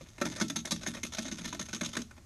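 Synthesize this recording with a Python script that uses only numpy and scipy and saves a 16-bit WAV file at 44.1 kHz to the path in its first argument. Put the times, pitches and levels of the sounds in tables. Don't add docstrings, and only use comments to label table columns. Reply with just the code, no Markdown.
import sys
import numpy as np
from scipy import signal
from scipy.fft import rfft, irfft, next_fast_len
from scipy.io import wavfile

SR = 44100
rng = np.random.default_rng(int(sys.argv[2]) if len(sys.argv) > 2 else 0)


def generate_wav(sig):
    pcm = np.round(np.clip(np.atleast_2d(sig).T, -1, 1) * 32767).astype(np.int16)
    wavfile.write(sys.argv[1], SR, pcm)


N = 99225
T = np.arange(N) / SR

# (time [s], thud level [dB], thud pitch [Hz], thud t60 [s], ring pitch [Hz],
# ring level [dB], clack level [dB], snap level [dB], chatter length [s])
KNOCKS = [ (0.009, -44, 145, 0.089, 534, -39, -50, -52, 0.0081),
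          (0.2137, -38.5, 246.5, 0.21, 586, -26.5, -25.5, -29, 0.0078),
          (0.2533, -28, 305, 0.087, 376, -36, -33, -30.5, 0.0026),
          (0.411, -25.5, 202, 0.091, 1491, -25.5, -31.5, -28.5, 0.013),
          (0.4997, -40.5, 281.3, 0.21, 3536, -30, -33, -27, 0.0023),
          (0.5595, -33, 225, .13, 1318, -41, -39, -28, 0.01),
          (0.7164, -29.5, 191, 0.079, 3450, -30.5, -32.5, -26.5, 0.0082),
          (0.8711, -31.5, 221, 0.07, 2137, -45, -41.5, -32.5, 0.017),
          (0.947, -53.5, 236, 0.24, 1878, -41, -40, -39, 0.0086),
          (1.032, -41.5, 224, 0.075, 2115, -32.5, -38.5, -31.5, 0.0061),
          (1.183, -36.5, 224, 0.23, 1313, -39.5, -35.5, -34.5, 0.011),
          (1.252, -38.5, 260.3, 0.25, 700, -41.5, -44, -41.5, 0.022),
          (1.314, -33, 203, 0.04, 2077, -40, -41.5, -36.5, 0.014),
          (1.3900, -41.5, 176, .2, 624, -46, -51.5, -48, .008),
          (1.4534, -33.5, 312, 0.037, 2147, -38, -38.5, -32, 0.0053),
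          (1.5267, -44, 287.7, .2, 995, -34.5, -36, -36.5, 0.0041),
          (1.546, -47, 283, .2, 660, -37, -41, -39, 0.0054),
          (1.5944, -37.5, 204, 0.19, 1340, -40.5, -37.5, -33, 0.0054),
          (1.7302, -37, 221, 0.13, 1512, -33, -36, -33, 0.0077),
          (1.8105, -29.5, 188, 0.061, 602, -31, -31, -32, 0.0043),
          (1.9675, -30.5, 311, 0.092, 1313, -33, -31, -31, 0.005),
          (1.988, -38, 251, 0.15, 413, -35, -49.5, -46, 0.027)]
# (time [s], clack level [dB], snap level [dB], chatter length [s])
TICKS = [ (0.061, -54, -66, 0.0031), (0.0866, -56.5, -50.5, 0.0034), (0.1815, -44, -46, 0.0047),
         (0.201, -49, -46, 0.0052), (0.263, -34, -37.5, 0.0086), (0.3184, -44.5, -43, 0.02),
         (0.3596, -42, -39, .011), (0.377, -41.5, -47, 0.016), (0.4003, -32, -28.5, 0.001),
         (0.4816, -71, -40, .005), (0.555, -45, -62, .003), (0.588, -42.5, -37.5, 0.0019),
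         (0.602, -64, -43, 0.0018), (0.649, -41.5, -54, .003), (0.6539, -38, -28.5, 0.0022),
         (0.672, -41, -38, 0.0097), (0.709, -34, -23, 0.0016), (0.7606, -47, -39.5, .002),
         (0.811, -49, -46.5, 0.017), (0.8323, -40.5, -40.5, 0.0068), (0.8629, -33, -36.5, 0.004),
         (0.937, -44, -41.5, 0.0032), (0.967, -43, -48.5, 0.02), (1.049, -39.5, -34.5, 0.0032),
         (1.064, -52, -40.5, 0.0084), (1.122, -44.5, -39.5, 0.0055), (1.1343, -41, -36, .004),
         (1.147, -41.5, -35.5, 0.0053), (1.17, -45.5, -39, 0.0071), (1.2204, -73, -42, .016),
         (1.281, -41, -39.5, 0.0066), (1.41, -47.5, -51, .008), (1.4438, -41, -38.5, 0.0038),
         (1.476, -50, -38, 0.017), (1.3838, -46.5, -38.5, 0.0094), (1.611, -40, -37, 0.0068),
         (1.625, -54, -39.5, 0.0035), (1.655, -58, -42.5, 0.0097), (1.6856, -46, -41.5, 0.0089),
         (1.7466, -43, -34.5, 0.0069), (1.762, -41, -38.5, 0.0029), (1.8324, -38.5, -38, 0.0052),
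         (1.846, -44.5, -33.5, 0.0058), (1.859, -42.5, -34, 0.0045), (1.8895, -46, -41, .006),
         (1.932, -41, -39, 0.0069), (1.942, -51, -45, 0.004), (1.952, -34.5, -37.5, 0.0017),
         (2.0173, -51, -37, 0.0027), (2.1101, -44.5, -53, 0.0031), (2.165, -54, -58, 0.0024),
         (2.178, -46.5, -57, 0.0029)]
# (frequency [Hz], level [dB])
CLACK_COLOUR = [(200, -12), (380, -7.5), (600, -0.5), (800, 0.5), (1100, 1), (1900, -5), (2500, 0),
                (3500, -26.5), (8000, -61)]
# (frequency [Hz], level [dB])
SNAP_COLOUR = [(700, -49), (1800, -10.5), (2600, -0.5), (4000, 0.5), (5200, 2.5), (6600, 1), (7800, -4.5),
               (11400, -7.5), (12200, -17.5), (14000, -58)]
# (frequency [Hz], level [dB])
HOLLOW_COLOUR = [(100, -22), (170, -3), (240, 2.5), (330, 1), (410, -5), (490, -17.5), (900, -40.5)]
# (frequency [Hz], width [Hz], lift [dB])
WALL_RESONANCES = [(563, 51, 10.5), (636, 34, 3.5), (1090, 43, 0.5), (1335, 21, 10), (1506, 80, 6),
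                   (1795, 180, 6.5), (2135, 52, 9), (3535, 520, 7.5), (3890, 226, 2), (5940, 800, 2.5),
                   (6473, 340, 9)]
# (frequency [Hz], level against the thud [dB], t60 [s])
TUNNEL_MODES = [(122.3, -22.5, 0.81), (167.8, -9.5, 0.35), (210.4, -15, 0.48), (234.7, -8, 0.29),
                (274, -18, 0.38), (316.1, -10, 0.22), (347, -11, 0.067)]
# (time [s], level [dB])
SCUFF_LEVEL = [(0, -62.5), (.16, -61), (.3, -49), (.63, -72), (.9, -49.5), (1.1, -62.5), (1.24, -51.5),
               (1.5, -53), (1.78, -58.5), (1.92, -58), (2.07, -71), (2.25, -90)]
# (frequency [Hz], level per Hz [dB])
ROOM_COLOUR = [(15, -16), (28, -0.5), (50, -2), (78, 4.5), (105, -0.5), (150, -9), (380, -24.5), (800, -23),
               (3000, -31), (6500, -27.5), (14000, -41)]

CLICK_SIZE, CHATTER_PER_S, CHATTER_SPREAD_DB = 3.7, 6000, 3.5
CHATTER_RISE_S, CHATTER_FADE_DB_PER_S = 0.00075, 239
CHATTER_T60_S = 0.038
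SNAP_DB, THUD_DB, RING_DB, HOLLOW_DB, TICK_HOLLOW_DB = 0.5, 1.5, 1, -4.5, -3.5
CLACK_TAIL_DB, CLACK_TAIL_T60_S = -7, 0.11
SNAP_TAIL_DB, SNAP_TAIL_T60_S = -8, 0.19
HOLLOW_TAIL_DB, HOLLOW_TAIL_T60_S = 0, 0.25
PATCH_DB, PATCHES_PER_S = 2.5, 36
THUD_RISE_S, MODE_SPREAD_DB = 0.0071, 2
RING_RISE_S, RING_T60_S = 0.0017, 0.046
SCUFF_PER_S, SCUFF_SPREAD_DB, SCUFF_CLACK_DB = 2500, 7.5, -6.5
ROOM_DB, CUTOFF_HZ = -55.5, 14100


def clatter():
    rows = [(s, clack, snap, length) for s, *_, clack, snap, length in KNOCKS] + list(TICKS)
    scuff = scuffing()
    dull = contacts([(s, clack, length) for s, clack, _, length in rows])
    dull += from_db(SCUFF_CLACK_DB) * scuff
    sharp = contacts([(s, snap + SNAP_DB, length) for s, _, snap, length in rows])
    sharp += scuff
    clack = coloured(dull, CLACK_COLOUR, WALL_RESONANCES)
    snap = coloured(sharp, SNAP_COLOUR, WALL_RESONANCES)
    clack = echoing(clack, CLACK_TAIL_DB, CLACK_TAIL_T60_S)
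    snap = echoing(snap, SNAP_TAIL_DB, SNAP_TAIL_T60_S)
    return patchy(clack + snap) / np.sqrt(2)


def contacts(rows):
    clicks, power = np.zeros(N), np.zeros(N)
    t = T[:SR // 10]
    for s, db, length in rows:
        add(clicks, s, from_db([db]) * CLICK_SIZE)
        overtime = np.maximum(t - length, 0)
        fade = from_db(db - CHATTER_FADE_DB_PER_S * t - 60 * overtime / CHATTER_T60_S)
        rise = 1 - np.exp(-t / CHATTER_RISE_S)
        add(power, s, (fade * rise) ** 2)
    return clicks + np.sqrt(power) * grains(CHATTER_PER_S, CHATTER_SPREAD_DB)


def patchy(x):
    hz = np.arange(N // 2 + 1) * SR / N
    third = 3 * np.log2(np.maximum(hz, 400) / 400)
    spectrum, out = rfft(x), np.zeros(N)
    draws = np.clip(rng.standard_normal((18, 400)), -2.5, 1.8)
    for k, draw in enumerate(draws):
        band = irfft(spectrum * np.maximum(1 - abs(third - k), 0), N)
        step = T * PATCHES_PER_S + k / 2
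        out += band * from_db(PATCH_DB * np.interp(step, np.arange(len(draw)), draw))
    return rms_one(out) * np.std(x)


def boom():
    out = np.zeros(N)
    rise = 1 - np.exp(-T / THUD_RISE_S)
    modes = []
    for k, (hz, db, t60) in enumerate(TUNNEL_MODES):
        sign = (-1) ** k
        modes.append(sign * from_db(db) * np.sin(2 * np.pi * hz * T) * dying(t60))
    modes = np.array(modes)
    strengths = from_db(MODE_SPREAD_DB * rng.standard_normal((len(KNOCKS), len(TUNNEL_MODES))))
    for (s, db, hz, t60, *_), strength in zip(KNOCKS, strengths):
        panel = np.sqrt(2) * np.sin(2 * np.pi * hz * T) * dying(t60)
        air = strength @ modes
        add(out, s, from_db(db + THUD_DB) * rise * (panel + air))
    return out


def rings():
    out = np.zeros(N)
    envelope = (1 - np.exp(-T / RING_RISE_S)) * dying(RING_T60_S)
    for s, _, _, _, hz, db, *_ in KNOCKS:
        add(out, s, from_db(db + RING_DB) * envelope * np.sin(2 * np.pi * hz * T))
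    return out


def hollow():
    knocks = [(s, clack, length) for s, *_, clack, _, length in KNOCKS]
    ticks = [(s, clack + TICK_HOLLOW_DB, length) for s, clack, _, length in TICKS]
    low = coloured(contacts(knocks + ticks), HOLLOW_COLOUR)
    return from_db(HOLLOW_DB) * echoing(low, HOLLOW_TAIL_DB, HOLLOW_TAIL_T60_S)


def scuffing():
    level = np.interp(T, *np.transpose(SCUFF_LEVEL))
    return from_db(level) * grains(SCUFF_PER_S, SCUFF_SPREAD_DB)


def room_rumble():
    return from_db(ROOM_DB) * coloured(rng.standard_normal(N), ROOM_COLOUR)


def grains(per_s, spread_db):
    sizes = from_db(spread_db * np.minimum(rng.exponential(1, N), 4))
    signs = rng.choice([-1, 1], N)
    return rms_one(sizes * signs * (rng.random(N) < per_s / SR))


def echoing(x, tail_db, t60):
    tail = rng.standard_normal(N) * dying(t60)
    tail /= np.linalg.norm(tail)
    return x + from_db(tail_db) * signal.fftconvolve(x, tail)[:N]


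def coloured(x, points, resonances=()):
    size = next_fast_len(N) * 2
    hz = np.arange(size // 2 + 1) * SR / size + 1e-3
    at, level = np.transpose(points)
    gain = from_db(np.interp(np.log(hz), np.log(at), level))
    for centre, width, db in resonances:
        detune = 2 * (hz - centre) / width
        gain = gain * np.sqrt(1 + (from_db(db) ** 2 - 1) / (1 + detune ** 2))
    cepstrum = irfft(np.log(rms_one(gain)))
    cepstrum[1:size // 2] *= 2
    cepstrum[size // 2 + 1:] = 0
    return irfft(rfft(x, size) * np.exp(rfft(cepstrum)))[:N]


def dying(t60):
    return from_db(-60 * np.minimum(T / t60, 5))


def add(out, s, sound):
    i = int(max(s, 0) * SR)
    out[i:i + len(sound)] += sound[:N - i]


def rms_one(x):
    return x / np.sqrt(np.mean(x ** 2) + 1e-20)


def from_db(db):
    return 10 ** (np.asarray(db) / 20)


def scene():
    room = room_rumble()
    cat = clatter() + rings() + hollow() + boom()
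    return (cat + room)[None]


def record(dry):
    top_cut = signal.ellip(10, .1, 80, CUTOFF_HZ, fs=SR, output="sos")
    return signal.sosfilt(top_cut, dry)


dry = scene()
out = record(dry)
generate_wav(out)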